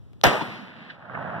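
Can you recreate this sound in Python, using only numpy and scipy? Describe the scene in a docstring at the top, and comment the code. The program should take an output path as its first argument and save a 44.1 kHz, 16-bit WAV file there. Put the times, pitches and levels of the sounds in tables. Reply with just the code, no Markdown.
"""A muzzleloader is fired once at the edge of a field at night, a few metres from a microphone pair.
Over a faint low rumble, the trigger clicks and the percussion cap snaps. Gas fizzes from the barrel,
then the charge goes off with shock fronts, a crack, a short roar and a low thump.
The field scatters the blast, the nearer woods add a thin wash, and single echoes come back.
Last, the far tree line returns a swelling, grainy roll."""
import sys
import numpy as np
from scipy import signal
from scipy.fft import rfft, irfft
from scipy.io import wavfile

SR = 44100
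rng = np.random.default_rng(int(sys.argv[2]) if len(sys.argv) > 2 else 0)


def transcribe(u):
    """Save the signal u as a 16-bit wav file named by the first command-line argument.

    u: samples, shape (n,) or (channels, n), limited to [-1, 1]; the rate is SR.
    q: integer samples, one column per channel.
    """
    v = np.clip(np.atleast_2d(u).T, -1, 1)
    q = np.round(v * 32767).astype(np.int16)
    wavfile.write(sys.argv[1], SR, q)


N = 61739

FIRE_S, GAS_RISE_S = .2368, .001
WIDENER_DELAY_S = .000444  # delay of the inverted crossfeed that widens the stereo image
# Sound from the field at the two ports: frequency_hz, coherence, left_lead_rad, left_minus_right_db
FIELD_PORTS = [(90, .9, -0.5, 6.5), (200, 0.53, -0.9, 1.5), (500, 0.59, -1, -1.5), (800, .88, 1.04, 0.5),
               (1150, 1, -0.5, 1.5)]


def amp(db):
    """Amplitude grows tenfold with every 20 decibels."""
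    return 10 ** (np.asarray(db) / 20)


def clock():
    """Time of every sample, in seconds."""
    return np.arange(N) / SR


def since(start_s):
    """Time since an onset, zero before it."""
    return np.maximum(clock() - start_s, 0)


def bins():
    """Frequency of every spectral bin, in hertz."""
    return np.fft.rfftfreq(N, 1 / SR)


def per_bin(table, column=1):
    """A table column interpolated over log frequency."""
    table = np.array(table)
    return np.interp(np.log(bins() + 1), np.log(table[:, 0] + 1), table[:, column])


def envelope(levels):
    """Amplitude along a curve of time_s, level_db."""
    return amp(np.interp(clock(), *np.transpose(levels)))


def pan(right_db):
    """A level difference, shared equally between left and right."""
    return amp(np.array([[-.5], [.5]]) * right_db)


def noise():
    """Two uncorrelated white noises."""
    return rng.standard_normal((2, N))


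def scatter(per_s, spread_db):
    """Shot noise: impulses of uneven size arrive at random times."""
    arrivals = noise() * (rng.random((2, N)) < per_s / SR)
    return arrivals * amp(spread_db * np.minimum(rng.exponential(1, (2, N)), 3))


def at_ports(source, gain, ports, left_first=.3):
    """Partial coherence: two unrelated signals are coloured and blended into a stereo pair of rms 1."""
    # The stereo widener's inverted, delayed crossfeed, used above the ports table: frequency_hz, share
    crossfeed = [(1200, .92), (3500, 1), (7000, .7), (14000, .45)]
    common, separate = rfft(source)
    delay_rad = 2 * np.pi * bins() * WIDENER_DELAY_S
    comb = -per_bin(crossfeed) * (np.cos(delay_rad) + 1j * left_first * np.sin(delay_rad))
    tabled = per_bin(ports) * np.exp(1j * per_bin(ports, column=2))
    coherence = np.where(bins() < ports[-1][0], tabled, comb)
    right = coherence.conj() * common + np.sqrt(np.maximum(1 - abs(coherence) ** 2, 0)) * separate
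    pair = irfft(np.array([common, right]) * gain * pan(-per_bin(ports, column=3)), N)
    return pair / np.sqrt(np.mean(pair ** 2) + 1e-20)


def night():
    """Background noise: a low rumble, weaker after the shot, over steady microphone hiss."""
    # Rumble spectrum: frequency_hz, relative_db
    spectrum = [(25, -27.5), (60, -7.5), (105, 0.5), (140, -3), (250, -16), (500, -28), (1000, -34.5),
                (2200, -43), (3300, -43.5), (7000, -58), (16000, -63.5)]
    # Background at the ports: frequency_hz, coherence, left_lead_rad, left_minus_right_db
    ports = [(111, 0.92, -3, 1.5), (202, 1, -2.5, 1.5), (399, 1, -1.5, -4.5), (1100, 0.49, -0.4, 0.5)]
    drop_db, drop_s, hiss_corner_hz = 14.5, .05, 9020
    level_db = -46.5 - drop_db * np.minimum(since(FIRE_S) / drop_s, 1)
    rumble = amp(level_db) * at_ports(noise(), amp(per_bin(spectrum)), ports)
    hiss = amp(-87) * at_ports(noise(), 1 / np.hypot(1, bins() / hiss_corner_hz), ports)
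    return rumble + hiss


def trigger():
    """A damped transient: the trigger lets the hammer go with a faint click."""
    # Click spectrum: frequency_hz, relative_db
    spectrum = [(60, -6), (130, 16), (300, 0), (700, -3), (1400, 1), (3300, 2), (6000, -16), (9000, -32),
                (16000, -40)]
    t, decay_s = since(start_s=.1322), .0028
    click = at_ports(noise(), amp(per_bin(spectrum)), FIELD_PORTS)
    return amp(-51.5) * (t > 0) * np.exp(-t / decay_s) * click


def cap():
    """Damped modes: the percussion cap snaps on the left.
    Stereo widening adds a weaker, delayed, inverted copy on the right."""
    # Modes of the snap: pitch_hz, level_db, decay_s
    modes = [(3690, -21, 0.00038), (1450, -40.5, 0.00043)]
    start_s, right_db = .2138, -6
    t = np.array([since(start_s), since(start_s + WIDENER_DELAY_S)])
    snap = sum(amp(db) * np.sin(2 * np.pi * hz * t) * np.exp(-t / decay_s) for hz, db, decay_s in modes)
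    return snap * np.array([[-1], [amp(right_db)]])


def muzzle_gas():
    """Jet noise: escaping gas fizzes, cracks and roars for a few hundredths of a second."""
    # Spectrum of the fizz and crack: frequency_hz, relative_db
    crack_spectrum = [(500, -19), (1500, -6), (2500, -7.5), (4000, 8), (5800, 6.5), (7500, -20.5),
                      (12000, -2), (16000, -15.5)]
    # Spectrum of the roar: frequency_hz, relative_db
    roar_spectrum = [(35, -47.5), (70, -22), (200, -4), (370, -10), (600, 1.5), (1000, -7), (1600, -4.5),
                     (2200, -13), (3200, -13.5), (4500, -25), (5700, -26.5), (8000, -33.5), (13000, -31.5),
                     (16000, -33)]
    # Direct sound at the ports: frequency_hz, coherence, left_lead_rad, left_minus_right_db
    ports = [(89, 0.89, 0, 8), (200, 1, -4.5, -5), (400, .6, -2.87, 8), (644, .8, -1.0, -4.5),
             (1100, .95, -0.5, 2.5), (1400, .7, 2, 3.5)]
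    fizz_s, crack_s, crack_decay_s = .2345, .2394, .0017
    hold_s, release_s, sag_db_per_s = .034, .0058, 120
    t, after_crack = since(FIRE_S), since(crack_s)
    fizz = amp(-21) * np.minimum(since(fizz_s) / (FIRE_S - fizz_s), 1) * (after_crack == 0)
    crack = amp(-8.5) * (after_crack > 0) * np.exp(-after_crack / crack_decay_s)
    roar = np.minimum(t / GAS_RISE_S, 1) * amp(-11 - sag_db_per_s * t)
    roar *= np.exp(-since(FIRE_S + hold_s) / release_s)
    bright = at_ports(noise(), amp(per_bin(crack_spectrum)), ports)
    rough = at_ports(scatter(per_s=5000, spread_db=-1.5), amp(per_bin(roar_spectrum)), ports)
    return (fizz + crack) * bright + roar * rough


def shocks():
    """Friedlander blast waves: each front is a sudden push followed by a longer suction."""
    # Shock fronts and their near reflections: start_s, level_db, push_s, right_lag_s
    fronts = [(0.2364, -6, 0.00013, 0.000061), (0.2389, 1, 0.00015, 0.00042),
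              (0.2433, -5.5, 0.00075, 0.00028), (.2511, -10, 0.00065, 0.000073),
              (0.2568, -3.5, 0.00059, .0001), (0.2635, -17, 0.00051, 0.00075)]
    band_hz = [300, 5000]
    pressure = np.zeros((2, N))
    for start_s, level_db, push_s, right_lag_s in fronts:
        age = np.array([since(start_s), since(start_s + right_lag_s)]) / push_s
        pressure += amp(level_db) * (age > 0) * (1 - age) * np.exp(-age)
    return signal.lfilter(*signal.butter(1, band_hz, "band", fs=SR), pressure)


def thump():
    """A low wave packet: a push of air swells and fades, in antiphase at the two ports."""
    peak_s, pitch_hz, decay_s, right_db = .274, 85.5, .014, -3
    t = clock() - peak_s
    onset = np.minimum(since(FIRE_S) / GAS_RISE_S, 1)
    wave = np.cos(2 * np.pi * pitch_hz * t) * np.exp(-abs(t) / decay_s) * onset
    return amp(-15.5) * np.array([wave, -amp(right_db) * wave])


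def field():
    """Reverberation: the ground scatters the blast, and each band decays at its own rate."""
    # Spectrum of the scattered blast: frequency_hz, relative_db
    spectrum = [(40, -42), (120, -9.5), (200, -7.5), (400, -6), (700, -3.5), (1100, -6.5), (1600, -6.5),
                (2200, -7.5), (3200, -13), (4500, -20.5), (7000, -29.5), (12000, -42), (16000, -46)]
    # Time each band takes to fall 60 dB: frequency_hz, t60_s
    decay_times = [(80, 0.65), (200, 0.51), (500, 0.65), (1000, 0.75), (2000, .55), (3500, 0.48),
                   (7000, 0.46), (14000, 0.8)]
    t, rise_s = since(FIRE_S), .015
    scattered = rfft(at_ports(scatter(per_s=6000, spread_db=.5), amp(per_bin(spectrum)), FIELD_PORTS))
    centres_hz, t60s = np.transpose(decay_times)
    tail = np.zeros((2, N))
    for weights, t60_s in zip(np.eye(len(centres_hz)), t60s):
        band = irfft(scattered * per_bin(np.c_[centres_hz, weights]), N)
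        tail += band * amp(-60 * t / t60_s)
    return amp(-15) * np.minimum(t / rise_s, 1) * tail


def near_woods():
    """Diffuse reflection: the nearer woods keep up a thin, fading wash."""
    # Spectrum of the wash: frequency_hz, relative_db
    spectrum = [(40, -42), (110, -12.5), (200, 4), (400, -9), (700, -14), (1200, -10), (1800, -6),
                (2400, -8.5), (3400, -14.5), (4500, -23), (6000, -41.5), (8000, -47.5), (16000, -66.5)]
    # Fading of the wash: time_s, level_db
    levels = [(.24, -37.5), (.45, -38.5), (.52, -37.5), (.63, -44), (.74, -47), (.86, -45), (.92, -47),
              (.98, -57), (1.4, -58)]
    reflections = scatter(per_s=7000, spread_db=2)
    wash = at_ports(reflections, amp(per_bin(spectrum)), FIELD_PORTS, left_first=.4)
    return (clock() > FIRE_S) * envelope(levels) * wash * pan(right_db=1.5)


def echoes():
    """Discrete reflection: banks of ground and clumps of trunks each return one coloured slap."""
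    # Gaussian bursts: peak_s, level_db, width_s, centre_hz, width_octaves, right_minus_left_db
    slaps = [(0.281, -23.5, 0.0086, 163, 0.74, 4.5), (0.342, -26, 0.021, 542, 0.71, 1.5),
             (0.4154, -26, 0.0052, 914, 0.12, -2), (0.419, -36.5, 0.011, 2480, 0.61, 2),
             (0.424, -31, 0.0091, 249, 0.51, -2.5), (0.487, -41, 0.0086, 121, 0.15, -1),
             (0.528, -54.5, 0.09, 3400, 0.51, 4), (0.619, -46, 0.029, 213, 0.23, 4),
             (.904, -40, 0.0081, 1694, 0.16, 7.5), (.905, -43.5, 0.0068, 2920, 0.36, 0),
             (1.027, -44.5, 0.0024, 1400, 0.52, -3), (1.056, -39, .0015, 1400, 0.13, 1),
             (1.098, -34.5, 0.0019, 1300, 0.41, 5.5), (1.153, -31, 0.0044, 1500, 0.42, 4),
             (1.177, -29.5, 0.0021, 756, 0.55, 7), (1.244, -39.5, 0.0024, 800, .8, 11)]
    out = np.zeros((2, N))
    for peak_s, level_db, width_s, centre_hz, width_octaves, right_db in slaps:
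        band = np.exp(-.5 * (np.log2((bins() + 1) / centre_hz) / width_octaves) ** 2)
        shape = np.exp(-.5 * ((clock() - peak_s) / width_s) ** 2)
        slap = shape * at_ports(noise(), band, FIELD_PORTS)
        slap *= np.sqrt(np.mean(shape ** 2) / np.mean(slap ** 2))
        out += amp(level_db) * pan(right_db) * slap
    return out


def tree_line():
    """Backscatter over a long path: far trees return a dull, grainy roll that swells late."""
    # Spectrum of the roll: frequency_hz, relative_db
    spectrum = [(40, -37.5), (95, -3), (160, 5), (370, -12.5), (700, 2), (1000, -5), (1500, -0.5),
                (1900, -12.5), (2400, -17.5), (3200, -27.5), (4500, -40.5), (6000, -55.5), (8000, -62),
                (16000, -76.5)]
    # Swell of the roll: time_s, level_db
    levels = [(.93, -50), (1.01, -49), (1.09, -43), (1.155, -34), (1.24, -32.5), (1.32, -32.5), (1.4, -33)]
    # Distant sound at the ports: frequency_hz, coherence, left_lead_rad, left_minus_right_db
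    ports = [(90, .85, -1.4, -2), (220, 0.76, -0.68, -3.5), (450, .65, -.9, -9), (700, .8, -.8, -6.5),
             (1020, 1, -.5, 3), (1500, 0.31, 1.1, -3), (1950, 1, -.3, -1.5)]
    reflections = scatter(per_s=4000, spread_db=2.5)
    roll = at_ports(reflections, amp(per_bin(spectrum)), ports, left_first=-.65)
    return (clock() > FIRE_S) * envelope(levels) * roll


def scene():
    """Superposition: the lock, the shot and its reflections add to the night air."""
    direct = trigger() + cap() + muzzle_gas() + shocks() + thump()
    diffuse = field() + near_woods() + tree_line()
    return direct + diffuse + echoes() + night()


def record(dry):
    """Soft saturation: the microphone rounds off the loudest peaks, then a low-pass limits the band."""
    ceiling, edge_hz = 1.05, 16000
    rounded = ceiling * np.tanh(dry / ceiling)
    low_pass = signal.firwin(255, edge_hz, window=("kaiser", 9), fs=SR)
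    return signal.oaconvolve(rounded, low_pass[None], "same")


dry = scene()
out = record(dry)
transcribe(out)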